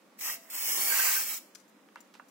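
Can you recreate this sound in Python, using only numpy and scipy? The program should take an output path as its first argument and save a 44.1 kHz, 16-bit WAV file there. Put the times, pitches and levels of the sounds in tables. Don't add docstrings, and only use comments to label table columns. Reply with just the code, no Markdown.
import sys
import numpy as np
from scipy import signal
from scipy.fft import rfft, irfft, next_fast_len
from scipy.io import wavfile
from scipy.ndimage import uniform_filter1d

SR = 44100
rng = np.random.default_rng(int(sys.argv[2]) if len(sys.argv) > 2 else 0)


def master(y):
    cut = np.clip(np.atleast_2d(y).T, -1, 1)
    pcm = np.round(cut * 32767)
    wavfile.write(sys.argv[1], SR, pcm.astype(np.int16))


def field_ratio(decibels):
    return 10 ** (np.asarray(decibels, dtype=float) / 20)


N = 101429
SIDES = np.array([[1], [-1]])

# frequency in Hz, level in dB per Hz.
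HOME_COLOUR = [(59, -71), (100, -57), (277, -3.5), (358, -31.5), (535, -8.5), (634, -15.5), (1130, -10),
               (1550, -15.5), (16000, -29.5)]
# frequency in Hz, width in Hz, level in dB.
HOME_DRONES = [(201, 46, 3), (312, 69, -5), (530, 135, -9.5)]
# start in seconds, level in dB, left minus right in dB, tilt in dB per octave.
KNOCKS = [
    (0.015, -82, 12, 9),
    (1.887, -60.5, 0, 9.5),
    (1.958, -42, -4, 4),
    (1.9626, -66.5, -26, 4),
    (1.9705, -53.5, -5, 9),
    (2.1404, -58, -8, 9.5),
    (2.144, -60, -5, 4),
    (2.151, -56.5, -10, 6),
    (2.1969, -47, -4, 1),
]
# frequency in Hz, level in dB, T60 in seconds.
HOUSING_MODES = [(546, 8.5, 0.058), (830, -16, 0.028), (944, 18, 0.024), (1218, 9.5, 0.04),
                 (1355, 10.5, 0.027), (1450, 6.5, 0.04), (1640, 0, 0.051), (2350, 4, 0.017),
                 (2730, -5, 0.082), (3360, -20, 0.014)]
# start in seconds, level in dB, scrape length in seconds,
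# left minus right in dB, tilt in dB per octave.
TICKS = [
    (0.064, -91, 0.0022, 2, -6),
    (0.14, -79, 0.0028, -12, 32),
    (1.5488, -50, 0.004, 8, 4),
    (1.5542, -48, 0.005, 8, -6),
    (1.598, -65, 0.015, 14, 5),
    (1.887, -72, 0.0014, -2, -29),
    (2.0037, -57.5, 0.0099, 13.5, 11.5),
    (2.283, -67.5, 0.016, 17, 10.5),
    (1.678, -76, 0.043, 25, 21),
    (2.073, -73, 0.0049, 6, 10),
]
# frequency in Hz, level in dB, T60 in seconds.
CAN_MODES = [(3300, -14, .008), (4110, -11, .012), (4990, -8, .018), (6008, 0, .014), (7150, -1, .018),
             (8490, -8, .012), (9930, -13, .01), (13120, -20, .008)]
# time in seconds, gas flow in dB, share blown into the hollow in dB.
VALVE_PRESSES = [
    [(.165, -83, -32), (.187, -60, -17), (.19, -50, -11), (.204, -49.5, -22), (.21, -41, -3),
     (.24, -40, 2.5), (.3, -38, 3), (.345, -42.5, -20), (.38, -62, -2)],
    [(.499, -46.5, -30), (.53, -46, 2), (.55, -40, 1), (.69, -34.5, -10), (.86, -34, -2.5), (.99, -29.5, 2),
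     (1.04, -31.5, 0), (1.18, -33, -3), (1.24, -38, -12)],
    [(1.24, -39.5, -16.5), (1.33, -39.5, -4.5), (1.38, -45, -15.5), (1.388, -52, -18), (1.41, -90, 6)],
    [(.38, -82, -12), (.42, -65.5, 3), (.499, -64, 16)],
]
# frequency in Hz, level in dB per Hz.
JET_LEFT = [(150, -25), (600, -15.5), (1500, -8.5), (3000, -10), (5300, 1), (8400, 1), (11500, -5.5),
            (15500, 1.5)]
# frequency in Hz, level in dB per Hz.
JET_RIGHT = [(150, -32), (600, -12), (2100, -2), (3400, -2.5), (6000, -10), (9500, -5), (12300, 3),
             (15600, 4)]
# frequency in Hz, width in Hz, depth in dB.
SHADOWS_LEFT = [(3600, 450, -9), (4600, 250, -6), (9100, 350, -6), (11400, 600, -8), (12600, 350, -6)]
# frequency in Hz, width in Hz, depth in dB.
SHADOWS_RIGHT = [(3400, 400, -5), (6200, 350, -7), (8000, 400, -5), (11100, 350, -7), (13900, 600, -5)]
# frequency in Hz, width in Hz, level in dB, left minus right in dB.
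HOLLOW_MODES = [(1626, 270, -16.5, -21), (1870, 360, -11.5, -17), (1105, 610, -13, -6),
                (6590, 280, -19, 15.5), (15800, 150, -15, -30)]
# frequency in Hz,
# width in Hz, start and end in seconds, cancelled share.
OPPOSED_BANDS = [(4270, 400, .218, .36, 1), (4250, 120, .36, .49, 1), (4260, 420, .49, .78, 1),
                 (4010, 230, .82, .945, 1), (3330, 90, .55, .69, 1), (3750, 130, 1.005, 1.045, 1),
                 (3560, 200, 1.03, 1.085, 1), (3560, 80, 1.14, 1.22, 1), (4020, 160, 1.165, 1.2, 1),
                 (3930, 120, 1.23, 1.3, 1), (3530, 70, 1.28, 1.36, 1), (10650, 300, 1.045, 1.085, 1),
                 (10750, 220, 1.095, 1.2, 1), (9100, 110, 1.06, 1.2, 1), (3750, 150, 1.42, 1.547, 1),
                 (4500, 130, 1.7, 1.87, 1), (7550, 110, 1.85, 1.94, 1), (8000, 110, 2.16, 2.26, 1)]
# frequency in Hz, width in Hz, start and end in seconds, removed # share.
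LEFT_GAP_BANDS = [(11500, 150, .56, .62, 1), (11400, 330, .61, .67, 1), (11450, 350, .74, .81, 1),
                  (11450, 300, .87, .93, 1), (11250, 300, .92, .98, 1), (11600, 200, 1., 1.09, 1),
                  (12450, 120, .72, .95, 1), (13050, 130, .88, 1.05, 1), (9000, 110, .95, 1.06, 1),
                  (3600, 130, .52, .93, 1), (3400, 120, .98, 1.12, 1), (3400, 120, 1.3, 1.4, 1),
                  (12500, 220, 1.23, 1.3, 1), (11600, 200, 1.21, 1.28, 1), (11600, 150, 1.31, 1.38, 1),
                  (6150, 100, .5, .65, 1), (14500, 150, .54, .62, 1), (11400, 330, .24, .3, 1),
                  (12500, 170, .24, .33, 1), (3450, 120, .23, .45, 1)]
# centre in seconds, level in dB, length in seconds, frequency in Hz, width in Hz.
HOOTS = [
    (0.774, -50, 0.075, 1094, 304),
    (0.925, -38, 0.024, 1585, 83),
    (0.999, -34.5, 0.028, 1581, 90),
    (1.089, -38, 0.026, 1556, 101),
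    (1.165, -40, 0.026, 1578, 90),
]
# start in seconds, level in dB, centre in Hz, fade in seconds,
# left minus right in dB.
SCUFFS = [
    (1.5538, -52, 2600, .003, 4),
    (1.958, -54, 4000, .0012, 0),
    (1.958, -59, 10000, .001, 0),
    (1.9635, -60, 4000, .001, 0),
    (1.975, -62, 1900, .03, -4),
    (2.1396, -54, 4800, .003, -2),
    (2.143, -62, 3500, .03, 0),
    (2.153, -58, 4500, .003, 4),
    (1.562, -66, 7000, .04, 8),
]


def table(rows, hz):
    rows = np.array(rows)
    return np.interp(np.log(hz + 1), np.log(rows[:, 0]), rows[:, 1])


def shape(x, gain):
    size = next_fast_len(N + 4096)
    return irfft(rfft(x, size) * gain(np.fft.rfftfreq(size, 1 / SR)), size)[..., :N]


def unit(x):
    return x / np.sqrt(np.mean(x ** 2))


def peak(hz, centre_hz, width_hz):
    return 1 / (1 + 1j * (hz ** 2 - centre_hz ** 2) / (np.maximum(hz, 1) * width_hz))


def walk(rate):
    hold = int(SR / rate)
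    steps = np.repeat(rng.standard_normal(N + 1)[:N // hold + 1], hold)
    return unit(uniform_filter1d(uniform_filter1d(steps, hold), hold)[:N])


def pan(x, db):
    return x * field_ratio(SIDES * db / 2)


def home():
    alike_hz, level_db, flicker_db = 770, -60.5, -0.5

    def colour(hz):
        drones = sum(field_ratio(db) * abs(peak(hz, f, w)) for f, w, db in HOME_DRONES)
        return field_ratio(table(HOME_COLOUR, hz)) + drones

    def lean(hz):
        balance_hz, balance_db = [900, 2000, 3500, 7000, 12500], [0, -5.0, -0.7, 3.0, 0.0]
        return field_ratio(SIDES * np.interp(np.log(hz + 1), np.log(balance_hz), balance_db))

    rumble = 0
    for centre_hz in 120 * 2. ** np.arange(8):
        def band(hz):
            octaves = np.log2((hz + 1) / centre_hz)
            return colour(hz) * np.cos(np.pi / 2 * np.clip(octaves, -1, 1))
        mid, side = shape(rng.standard_normal((2, N)), band)
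        share = centre_hz / (centre_hz + alike_hz)
        both = (mid + share * side * SIDES) / np.hypot(1, share)
        rumble = rumble + field_ratio(flicker_db * walk(8.77)) * both
    return field_ratio(level_db) * unit(shape(rumble, lean))


def strike(at_s, db, scrape_s, pan_db, tilt_db, modes, pivot_hz, rough):
    crack_s, swell_s = .0012, .0006
    crack_db = 0 if rough else -5
    age = np.arange(4096) / SR
    ring = 0
    for f, m, t60 in modes:
        level_chance, pitch_chance, phase_chance = rng.standard_normal(3)
        level = field_ratio(m + tilt_db * np.log2(f / pivot_hz) + 1.0 * level_chance)
        phase = 2 * np.pi * f * (1 + pitch_chance / 100) * age + phase_chance / 4 * SIDES
        ring = ring + level * np.sin(phase) * 1000. ** (-age / t60)

    hz = np.fft.rfftfreq(4096, 1 / SR)
    crack = rng.standard_normal((2, 4096)) * np.exp(-age / crack_s)
    crack = irfft(rfft(crack) * peak(hz, pivot_hz * 2 ** (tilt_db / 5), 1.8 * pivot_hz) ** 2)
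    crack = crack * np.sqrt(np.sum(ring ** 2) / np.sum(crack ** 2))

    grain = rng.standard_normal((1, 1024)) if rough else np.ones((1, 1024))
    push = grain * np.exp(-(age[:1024] / scrape_s) ** 2)
    hit = signal.fftconvolve(push, ring + field_ratio(crack_db) * crack, axes=1)
    if not rough:
        hit = hit * (1 - np.exp(-(np.arange(hit.shape[1]) / SR / swell_s) ** 2))
    out, start = np.zeros((2, N + hit.shape[1])), int(at_s * SR)
    out[:, start:start + hit.shape[1]] = hit * field_ratio(db) * 4 / abs(hit).max()
    return pan(out[:, :N], pan_db)


def knocks():
    contact_s, top_hz = 0.00005, 3400
    hits = sum(strike(s, db, contact_s, lr, tilt, HOUSING_MODES, 870, False) for s, db, lr, tilt in KNOCKS)
    return shape(hits, lambda hz: hz ** 4 / (hz ** 4 + 600 ** 4) / (1 + (hz / top_hz) ** 4))


def ticks():
    hits = sum(strike(s, db, length, lr, tilt, CAN_MODES, 3540, True) for s, db, length, lr, tilt in TICKS)
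    return shape(hits, lambda hz: hz ** 2 / (hz ** 2 + 1800 ** 2))


def scatter(x):
    fade_s, level_db, from_hz, moving_share = 0.002, 8, 1100, 1.9
    left_lag_s, hand_moves_s = 0.000098, .2
    t, age = np.arange(N) / SR, np.arange(512) / SR
    size = next_fast_len(N + 4096)
    hz = np.fft.rfftfreq(size, 1 / SR)

    def cloud():
        echoes = rng.standard_normal((2, 512))
        sparse = rng.random((2, 512)) < .25
        return echoes * sparse * np.exp(-age / fade_s)

    still, source, out = cloud(), rfft(x, size), 0
    direct = np.exp(-2j * np.pi * hz * left_lag_s * np.array([[1], [0]]))
    for k in range(9):
        echoes = still + moving_share * cloud()
        late = rfft(echoes / np.sqrt(np.sum(echoes ** 2, axis=1, keepdims=True)), size)
        both = direct + field_ratio(level_db) * hz / (hz + from_hz) * late
        both = both / np.sqrt(uniform_filter1d(abs(both) ** 2, size=1600, axis=1))
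        crossfade = np.cos(np.pi / 2 * np.clip(t / hand_moves_s - k, -1, 1))
        out = out + crossfade * irfft(source * both, size)[:, :N]
    return out


def valve():
    t = np.arange(N) / SR
    flow = aim = 0
    for press in map(np.array, VALVE_PRESSES):
        on = (t >= press[0, 0]) & (t < press[-1, 0])
        flow = flow + on * field_ratio(np.interp(t, press[:, 0], press[:, 1]))
        aim = aim + on * field_ratio(np.interp(t, press[:, 0], press[:, 2]))
    return flow, aim


def free_jet(gas, flow):
    apart_db = -5
    thin_from_s, thin_over_s, thin_db, thin_below_hz = 1.042, 0.068, -2.5, 4300

    def port(hz, jet, shadows):
        return field_ratio(table(jet, hz) + sum(db * np.exp(-((hz - f) / w) ** 2) for f, w, db in shadows))

    def ports(hz):
        return np.array([port(hz, JET_LEFT, SHADOWS_LEFT), port(hz, JET_RIGHT, SHADOWS_RIGHT)])

    own = field_ratio(apart_db) * flow * shape(rng.standard_normal((2, N)), lambda hz: hz / (hz + 700))
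    jet = shape(scatter(gas + own), ports)
    body = shape(jet, lambda hz: 1 / (1 + (hz / thin_below_hz) ** 8))
    backed_off = np.clip((np.arange(N) / SR - thin_from_s) / thin_over_s, 0, 1)
    return jet + body * (field_ratio(thin_db * backed_off) - 1)


def hollow(flow, aim):
    blown = flow * aim * field_ratio(3.7 * walk(25.5)) * rng.standard_normal(N)

    def ring(hz):
        turn = np.exp(-.45j * SIDES)
        return sum(pan(peak(hz, f, w) ** 2 * field_ratio(db) * turn, lr) for f, w, db, lr in HOLLOW_MODES)

    return shape(blown, ring)


def rim(gas):
    level_db, fade_db_per_s = 7, 9
    falling = gas * field_ratio(level_db - fade_db_per_s * np.arange(N) / SR)
    return pan(shape(falling, lambda hz: peak(hz, 2210, 1030) ** 2 * np.exp(-.5j * SIDES)), -10)


def spray():
    sputter_db, sputter_per_s, droplet_db, droplet_spread_db = 1.04, 44.83, -10.5, 1
    flow, aim = valve()
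    drops = rng.standard_normal(N) * field_ratio(droplet_spread_db * rng.exponential(size=N))
    sputter = field_ratio(sputter_db * walk(sputter_per_s))
    noise = rng.standard_normal(N) + field_ratio(droplet_db) * unit(drops)
    gas = flow * sputter * noise
    return rim(gas) + field_ratio(7.0) * free_jet(gas, flow) + field_ratio(15.0) * hollow(flow, aim)


def room(x):
    level_db, t60_s, dull_hz, gap_s = -11, 0.38, 8800, 0.0031
    age = np.arange(SR // 2) / SR
    tail = rng.standard_normal((2, len(age))) * (age > gap_s)
    low = signal.sosfilt(signal.butter(1, dull_hz, fs=SR, output="sos"), tail)
    tail = low * 1000. ** (-age / t60_s) + (tail - low) * 1000. ** (-age / (0.35 * t60_s))
    return field_ratio(level_db) * signal.fftconvolve(x, tail / np.sqrt(np.sum(tail ** 2) / 2), axes=1)[:, :N]


def cancel(x, part, rows):
    t, edge_s, spread = np.arange(N) / SR, 0.0067, 1.35
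    removed = 0
    for f, w, start, end, share in rows:
        window = np.clip(np.minimum(t - start, end - t) / edge_s, 0, 1)
        band = shape(part, lambda hz: np.exp(-((hz - f) / (spread * w)) ** 4))
        removed = removed + np.clip(share, 0, 1) * window * band
    return x - removed


def oppose(x):
    x = np.array([cancel(x[0], x[0], LEFT_GAP_BANDS), x[1]])
    return cancel(x, x.mean(axis=0), OPPOSED_BANDS)


def far_hum():
    centre_s, length_s, tone_hz, sag_hz_per_s = 0.428, 0.093, 668, 220
    t = np.arange(N) / SR
    age = t - centre_s
    level = field_ratio(-62 + 3 * walk(28.9)) * np.exp(-(age / length_s) ** 4)
    cycles = tone_hz * t - sag_hz_per_s * age ** 2 / 2
    return level * np.sin(2 * np.pi * cycles + .8 * walk(40.7))


def hoots():
    t, breath = np.arange(N) / SR, rng.standard_normal(N)
    air = 0
    for s, db, length, f, w in HOOTS:
        tone = unit(shape(breath, lambda hz: peak(hz, f, w) ** 2))
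        air = air + field_ratio(db) * np.exp(-((t - s) / length) ** 2) * tone
    return pan(np.array([air, np.roll(air, -8)]), -9.5)


def draught():
    centre_s, length_s, level_db = 0.817, 0.14, -55
    age = np.arange(N) / SR - centre_s
    air = unit(shape(rng.standard_normal(N), lambda hz: peak(hz, 374, 370) ** 2))
    return pan(field_ratio(level_db) * air * np.exp(-(age / length_s) ** 2), -3.1)


def scuffs():
    t, out = np.arange(N) / SR, 0
    for s, db, centre_hz, fade_s, lr in SCUFFS:
        grit = unit(shape(rng.standard_normal((3, N)), lambda hz: peak(hz, centre_hz, 1.1 * centre_hz) ** 2))
        burst = field_ratio(db) * (t >= s) * np.exp(-abs(t - s) / fade_s)
        out = out + pan((grit[0] + 0.63 * grit[1:]) * burst, lr)
    return out


def scene():
    jet = spray() + hoots()
    hits = ticks() + knocks() + scuffs()
    heard = jet + room(jet) + hits + field_ratio(-2) * room(hits) + home() + far_hum()
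    return oppose(heard) + draught()


def roll_off(x):
    return signal.sosfilt(signal.butter(12, 16950, fs=SR, output="sos"), x)


def record(dry):
    bass_cut = signal.butter(6, 179.6, "high", fs=SR, output="sos")
    top_cut = signal.ellip(10, .3, 70, 15750, fs=SR, output="sos")
    mix = signal.sosfilt(bass_cut, dry) + field_ratio(-84) * rng.standard_normal(dry.shape)
    mix = signal.sosfilt(top_cut, mix)
    return roll_off(mix)


dry = scene()
out = record(dry)
master(out)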